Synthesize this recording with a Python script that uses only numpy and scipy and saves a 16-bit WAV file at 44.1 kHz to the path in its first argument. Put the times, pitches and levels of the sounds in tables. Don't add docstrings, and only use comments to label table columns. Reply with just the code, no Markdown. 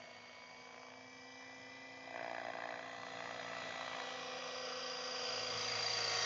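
import sys
import numpy as np
from scipy import signal
from scipy.fft import rfft, irfft, next_fast_len
from scipy.io import wavfile
from scipy.ndimage import uniform_filter1d, map_coordinates

SR = 44100
rng = np.random.default_rng(int(sys.argv[2]) if len(sys.argv) > 2 else 0)


def amplitude_ratio(level_db):
    exponent = np.asarray(level_db, float) / 20
    return 10 ** exponent


def waveform_to_disk(signal):
    frames = np.transpose(np.atleast_2d(signal))
    scaled = np.clip(frames, -1, 1) * 32767
    samples = np.round(scaled).astype(np.int16)
    wavfile.write(sys.argv[1], SR, samples)


N = 275625

# (time [s], speed [turns/s])
ROTOR_SPEED = [(0, 27.213), (.25, 27.332), (.75, 28.045), (1.25, 28.841), (1.5, 29.112), (1.75, 29.306),
               (2, 29.36), (2.25, 29.334), (2.75, 29.2), (3.25, 29.041), (3.75, 28.93), (4, 28.805),
               (4.5, 28.424), (5, 28.266), (5.75, 27.874), (6.25, 27.494)]
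# (time [s], nearness [dB], how far the open flank faces us [dB])
FLIGHT = [(0, 2, -2.5), (.5, 0, 0), (.8, -1, 2), (1, -2, 0.5), (1.25, -1, 3), (2, 1.5, -1), (2.5, 3, -1),
          (3, 6, -1.5), (3.4, 9, 3.5), (3.7, 11.5, 4), (4, 13.5, 5.5), (4.5, 13, 13.5), (5, 13.5, 16.5),
          (5.3, 16, 20), (5.6, 18, 20.5), (5.9, 20, 23), (6.25, 22, 24.5)]
# (time [s], thump [dB], snap over thump [dB])
SLAP_STRENGTH = [(0, -57.5, -12), (.2, -66, -4), (.62, -69.5, 4), (.75, -62.5, -2.5), (1, -63.5, -10),
                 (1.2, -72, -7), (1.38, -64, -9), (1.88, -64.5, -14.5), (2.1, -52, -27), (2.19, -44.5, -19),
                 (2.73, -47, -10), (3, -54.5, -10.5), (3.25, -49, -7.5), (4.05, -53, -2.5),
                 (4.5, -67, -15.5), (5, -75, -16), (5.88, -56.5, -3.5), (6.25, -68, -1)]
# (time [s], angle [turns])
WAKE_ANGLE = [(0, .049), (1, -.035), (2, -.066), (4.2, .05), (5.3, .06), (6.25, .175)]
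# (time [s], half length [s], level [dB])
ODD_PASSES = [
    (2.521, .011, -9),
    (2.162, .009, 4),
    (2.66, .07, 1.5),
    (.91, .06, 2.5),
]
# (time [s], extra level [dB])
SQUARE_HITS = [(.019, 5.5), (.744, 3), (.779, 2), (.832, 8), (.885, 4), (.919, 4), (.938, 6.5),
               (2.535, 4.5), (2.603, -0.5), (2.638, 0.5), (2.707, 3), (3.032, 6.5), (3.205, 4.5),
               (3.567, 3.5), (3.62, 4), (4.0, 3.5), (5.7, 4.5), (5.988, 5.5)]
# (frequency [Hz], width [Hz], level [dB])
BLADE_RING = [
    (652, 76, 3.5),
    (661, 87, 0),
]
# (multiple of rotor speed [1], level over thump [dB])
BLADE_MISMATCH = [(11, -23), (13, -29), (15, -27)]
# (frequency [Hz], level [dB per Hz])
CRACK_SPECTRUM = [(300, -44.5), (900, -8.5), (1700, 6.5), (2600, -5.5), (3500, -11), (6000, -41.5),
                  (9000, -56.5)]
# (frequency [Hz], level [dB per Hz])
SNAP_SPECTRUM = [(200, -26), (500, 1.5), (1000, 5), (2200, 6.5), (3200, -5), (6000, -43), (8000, -60.5)]
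ROTOR_ORDERS = {"2": (-91, 0.41, [(118, 14, 12.5)]), "4": (-80, 0.071, [(48, 17, 5.5), (69.7, 6.6, 9.5),
                (119.1, 14.4, 19)]), "6": (-74.5, 0.24, [(0, 7.7, -26), (28, 13, -23.5), (67.7, 8, 5.5)]),
                "9": (-64, .01, [(0, 18, -7.5), (125.4, 8.2, -19)]), "18": (-72.5, .01, [(61, 7, -5),
                (99.8, 23.4, 19.5)]), "27": (-71, 0.77, [(6, 2.7, -12), (50, 15, 3.5), (84.4, 5, 4.5),
                (91, 1.9, -1.5)]), "36": (-71, .01, [(12.1, 7.2, 5.5), (37, 10, -11), (52.7, 6.6, 7),
                (81.5, 12, 5), (130, 6, 9)]), "54": (-80, 0.57, [(100, 13, 11)])}
DRIVE_ORDERS = {"31.5": (-87.5, 0.3, [(30.2, 29, 17)]), "40.5": (-74, 0.87, [(2, 8, -16), (53, 5.7, 3.5),
                (63, 4.9, -2.5), (109.5, 6, -15.5)]), "81": (-63, 0.0054, [(58, 9.6, -15.5),
                (116, 36, -12.5)]), "17": (-66, 0.57, [(2, 10.7, -11), (53.7, 3.3, 4.5), (75.4, 3.6, -14)]),
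                "68": (-58.5, .01, [(5.1, 20.2, -14), (77, 7, 5), (98, 21, -2.5), (125.5, 4.5, 6)]),
                "136": (-77.5, 0.21, [(5, 50, -18), (79, 12, 8), (129, 6.3, 22)]),
                "180": (-88.5, 0.22, [(31.8, 12, 12), (83.6, 8, 16)])}
# (multiple of rotor speed [1], level [dB])
FAINT_ORDERS = [(8, -30), (14, -28.5), (24, -15.5), (34, -19.5), (45, -17.5), (85.5, -16.5), (102, -22),
                (112.5, -19), (117, -14.5), (121.5, -29.5), (126, -35), (153, -26.5), (204, -26.5),
                (206, -25.5)]
# (frequency [Hz], level [dB per Hz])
WASH_SPECTRUM = [(60, -25.5), (250, -18), (400, -7.5), (520, 3), (720, 2), (880, -9.5), (1150, 1.5),
                 (1600, -4.5), (2000, -1), (3000, -18.5), (5000, -68.5)]
# (frequency [Hz], level [dB per Hz])
SWISH_SPECTRUM = [(900, -46), (1800, -1.5), (2300, 0.5), (3200, -0.5), (4000, -2.5), (4700, -5),
                  (6500, -56)]
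# (frequency [Hz], level [dB per Hz])
HISS_SPECTRUM = [(3000, -49.5), (4500, -7), (5300, 0.5), (6000, 1.5), (6500, -6), (7500, -45)]
# (frequency [Hz], level [dB per Hz])
TIP_SPECTRUM = [(5000, -53), (6200, -7), (6600, 2), (7000, 0.5), (7400, -4), (7900, -7), (8800, -8.5),
                (9300, -28.5)]
# (bearing [deg], half width [deg], level [dB])
TIP_BEAMS = [(59, 4.2, 0.5), (96.5, 14, -5.5)]
# (time [s], soil delay [ms], soil strength [0-1], body delay [ms], body strength [0-1])
SURFACE_ECHOES = [(0, 1.42, 0.04, 0.56, 0.13), (.8, 1.36, 0.2, .53, 0.35), (1.2, 1.36, 0.64, 0.53, 0.2),
                  (1.6, 1.35, 0.52, .3, 0), (2.3, 1.32, 0.51, 0.36, 0.08), (3, 1.264, 0.46, 0.4, 0.31),
                  (3.6, 1.236, 0.23, 0.4, 0.23), (4.1, 1.4, 0.23, 0.44, 0.4), (4.6, 1.16, 0, 0.47, 0.44),
                  (5.45, 1.034, 0.13, 0.5, 0.44), (5.62, 1, 0.2, 0.456, 0.1), (5.72, 1.58, .26, 0.35, 0.13),
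                  (6.25, 1.6, .22, 0.35, 0.15)]
# (first delay [ms], last delay [ms], strength [0-1],
# lobes as (bearing [deg], half width [deg], level [dB]))
HOLDER_ECHO = (0.75, 0.549, 0.22, [(43.3, 18, 2), (116, 24, -8)])
ECHO_TURNS = (.75, .5, .5)
# (bearing [deg], half width [deg], level [dB])
MESH_BEAMS = [(18.7, 5.9, -7), (67, 4.4, 2), (118, 3.1, 2)]
# (bearing [deg], half width [deg], level [dB])
BEAT_MASKS = [(28, 10, -11), (73, 18, -13.5)]
# (bearing [deg], half width [deg], level [dB])
TEETH_MASK = [(46.7, 34, -12.5)]
# (distance from the mesh order [1], level [dB])
TOOTH_LINES = [(-8.5, -14.5), (-4.5, -10.5), (-4, -10), (-3.5, -16.5), (-1, -14), (4.5, -12.5), (7, -11.5),
               (7.5, -12), (6.5, -12.5)]
# (frequency [Hz], level [dB per Hz])
FIELD_SPECTRUM = [(15, -55), (25, -27), (103, -3.5), (198, -8), (246, -5), (302, -14), (434, -13.5),
                  (450, -13.5), (580, -32), (990, -120)]
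# (time [s], half length [s], level [dB])
RUMBLE_GUSTS = [
    (3.38, 0.26, 4),
    (4, 0.65, 2.2),
    (5.67, 0.24, 6.7),
]
# (frequency [Hz], gain [dB])
MIC_RESPONSE = [(20, -30), (60, -6), (120, 0), (6600, 0), (7200, -7), (7800, -24), (8800, -28), (9400, -70)]


def unit(x):
    return x / np.sqrt(np.mean(x ** 2) + 1e-20)


def curves(rows):
    s, *columns = np.transpose(rows)
    return [np.interp(np.arange(N) / SR, s, column) for column in columns]


def lobes(rows, per_s=20):
    bearing = per_s * np.arange(N) / SR
    shape = 4.1
    return sum(db * np.exp(-abs((bearing - centre) / width) ** shape) for centre, width, db in rows)


def wobble(rate):
    knots = rng.standard_normal(int(N * rate / SR) + 4)
    return map_coordinates(knots, [np.arange(N) * rate / SR], order=1)


def filtered(x, response):
    size = next_fast_len(N + SR // 2)
    return irfft(rfft(x, size) * response(np.fft.rfftfreq(size, 1 / SR)), size)[..., :N]


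def coloured(x, points):
    f, db = np.transpose(points)
    return filtered(x, lambda hz: amplitude_ratio(np.interp(np.log(hz + 1), np.log(f), db)))


def rush(points, patchy_db):
    z = signal.stft(rng.standard_normal(N), nperseg=512)[2]
    patches = uniform_filter1d(rng.standard_normal(z.shape), size=5, axis=0)
    patches = uniform_filter1d(patches, size=16, axis=1)
    noise = signal.istft(z * amplitude_ratio(patchy_db * unit(patches)), nperseg=512)[1][:N]
    return unit(coloured(noise, points))


def tone(turns, multiple, level_db, start=None):
    start = rng.uniform() if start is None else start
    level = amplitude_ratio(level_db + 0.37 * wobble(9.5) + 0.27 * wobble(30))
    phase = 2 * np.pi * (multiple * turns + start) + 0.23 * wobble(20)
    return np.sqrt(2) * level * np.cos(phase)


def slaps(passes):
    thump_db, snap_db = curves(SLAP_STRENGTH)
    thump_db = thump_db + lobes(ODD_PASSES, per_s=1)
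    crack_db = -6.5 + 0.17 * curves(FLIGHT)[0] + 0.27 * snap_db

    at = np.flatnonzero(np.diff(np.floor(passes)) > 0)
    blade = np.floor(passes[at + 1]).astype(int) % 2
    timing, force, burst_luck, snap_luck = rng.standard_normal((4, len(at)))
    at = np.clip(at + np.round(0.00013 * SR * timing).astype(int), 0, N - 1)
    blows, bursts, drops = np.zeros((2, N)), np.zeros(N), np.zeros(N)
    blows[blade, at] = (1 - 2 * blade) * amplitude_ratio(0.5 * force)
    bursts[at] = amplitude_ratio(0.9 * force + 1.6 * burst_luck)
    drops[at] = -amplitude_ratio(2.8 * snap_luck)
    for s, extra_db in SQUARE_HITS:
        drops[at[np.argmin(abs(at - s * SR))]] = -amplitude_ratio(4.0 + extra_db)

    t = np.arange(SR // 40) / SR
    puff = (1 - np.exp(-t / 0.00034)) * np.exp(-t / 0.003)
    gate = signal.fftconvolve(bursts, puff)[:N]

    def ring(f):
        return np.array([amplitude_ratio(db) * 1j * f * np.sqrt(w) / (c * c - f * f + 1j * f * w)
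                         for c, w, db in BLADE_RING])

    def hollow(f):
        return 0.2 + 1j * f * 500 / (690 ** 2 - f * f + 1j * f * 500)

    steady = filtered(blows, lambda f: ring(f) * hollow(f)).sum(axis=0)
    smear = filtered(gate * rng.standard_normal(N), lambda f: ring(f)[1] * f / (f + 400))
    thump = unit(unit(steady) + 0.38 * unit(smear))
    crack = unit(coloured(gate * rng.standard_normal(N), CRACK_SPECTRUM))
    snap = unit(coloured(drops, SNAP_SPECTRUM))
    mix = amplitude_ratio(thump_db - 3.5) * thump
    mix += amplitude_ratio(thump_db + np.minimum(crack_db, 2)) * crack
    mix += amplitude_ratio(thump_db + snap_db) * snap
    return mix + sum(tone(passes / 2, round(k), thump_db + db) for k, db in BLADE_MISMATCH)


def shafts(turns):
    near_db = curves(FLIGHT)[0]
    hum = np.zeros(N)
    for orders, start in ((ROTOR_ORDERS, 0), (DRIVE_ORDERS, 0.33)):
        for multiple, (db, share, beam) in orders.items():
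            hum += tone(turns, float(multiple), db + share * near_db + lobes(beam), start)
    for multiple, db in FAINT_ORDERS:
        grows = 1 - multiple / 870
        hum += tone(turns, multiple, -62 + grows * near_db + db + 4.8 * wobble(1.395))
    return hum


def air(passes):
    near_db, flank_db = curves(FLIGHT)
    churn_db = curves(SLAP_STRENGTH)[0] - 8.5
    wash_db = 20 * np.log10(np.hypot(amplitude_ratio(-60 + 0.82 * near_db), amplitude_ratio(churn_db))) - 3.5
    swish_db = -66 + near_db
    hiss_db = -71 + flank_db
    tip_db = -77.5 + 1.09 * near_db + lobes(TIP_BEAMS)
    swell = np.cos(2 * np.pi * (passes - 0.15))
    gust = wobble(7)
    wash = amplitude_ratio(wash_db + 0.5 * gust + 1.7 * swell) * rush(WASH_SPECTRUM, patchy_db=1.6)
    swish = amplitude_ratio(swish_db + 0.1 * gust + 2.2 * swell) * rush(SWISH_SPECTRUM, patchy_db=1.5)
    hiss = amplitude_ratio(hiss_db + 0.37 * gust + 0.99 * swell) * rush(HISS_SPECTRUM, patchy_db=1.5)
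    tips = amplitude_ratio(tip_db + 0.68 * gust + 2.8 * swell) * rush(TIP_SPECTRUM, patchy_db=0.5)
    return wash + swish + hiss + tips


def ground(x):
    hz, t, z = signal.stft(x, SR, nperseg=1024)
    at = np.clip((t * SR).astype(int), 0, N - 1)
    soil_ms, soil, body_ms, body = curves(SURFACE_ECHOES)
    first_ms, last_ms, strength, beam = HOLDER_ECHO
    holder_ms, holder = np.linspace(first_ms, last_ms, N), strength * amplitude_ratio(lobes(beam))
    paths = [(soil_ms, soil), (holder_ms, holder), (body_ms, body)]
    echoes = 0
    for (ms, gain), turn in zip(paths, ECHO_TURNS):
        cycles = hz[:, None] * ms[at] / 1000 + turn
        echoes = echoes + gain[at] * np.exp(-2j * np.pi * cycles)
    dulling = np.hypot(1, hz / 8000)[:, None]
    return signal.istft(z * (1 + echoes / dulling), SR, nperseg=1024)[1][:N]


def gear(turns):
    flank_db = curves(FLIGHT)[1]
    mesh_db = -72 + flank_db + lobes(MESH_BEAMS)
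    beat_db = mesh_db + lobes(BEAT_MASKS)
    teeth_db = -70.5 + flank_db + lobes(TEETH_MASK)
    tight = 0.81
    whine = tone(turns, 170, mesh_db + 0.5, 0)
    whine += tone(turns, 171, beat_db + 1, -tight) + tone(turns, 169, beat_db - 7, tight)
    sides = sum(tone(turns, 170 + round(k), teeth_db + db + 1.5 * wobble(3)) for k, db in TOOTH_LINES)
    slow = filtered(rng.standard_normal((2, N)), lambda hz: 1 / (1 + (hz / 70) ** 2))
    mesh = 2 * np.pi * 170 * turns
    rasp = slow[0] * np.cos(mesh) + slow[1] * np.sin(mesh)
    rasp *= 1 + 0.9 * np.cos(2 * np.pi * (turns - tight))
    return whine + sides + amplitude_ratio(-79 + flank_db) * unit(rasp)


def open_field():
    return amplitude_ratio(-71.5 + lobes(RUMBLE_GUSTS, per_s=1)) * rush(FIELD_SPECTRUM, patchy_db=2.3)


def scene():
    turns = np.cumsum(curves(ROTOR_SPEED)[0]) / SR
    passes = 2 * (turns - curves(WAKE_ANGLE)[0])
    blades = ground(slaps(passes) + air(passes))
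    return (blades + shafts(turns) + gear(turns) + open_field())[None]


def band_limit(x):
    return signal.sosfilt(signal.butter(12, 9000, fs=SR, output="sos"), x)


def record(dry):
    heard = coloured(dry, MIC_RESPONSE)
    return band_limit(heard)


dry = scene()
out = record(dry)
waveform_to_disk(out)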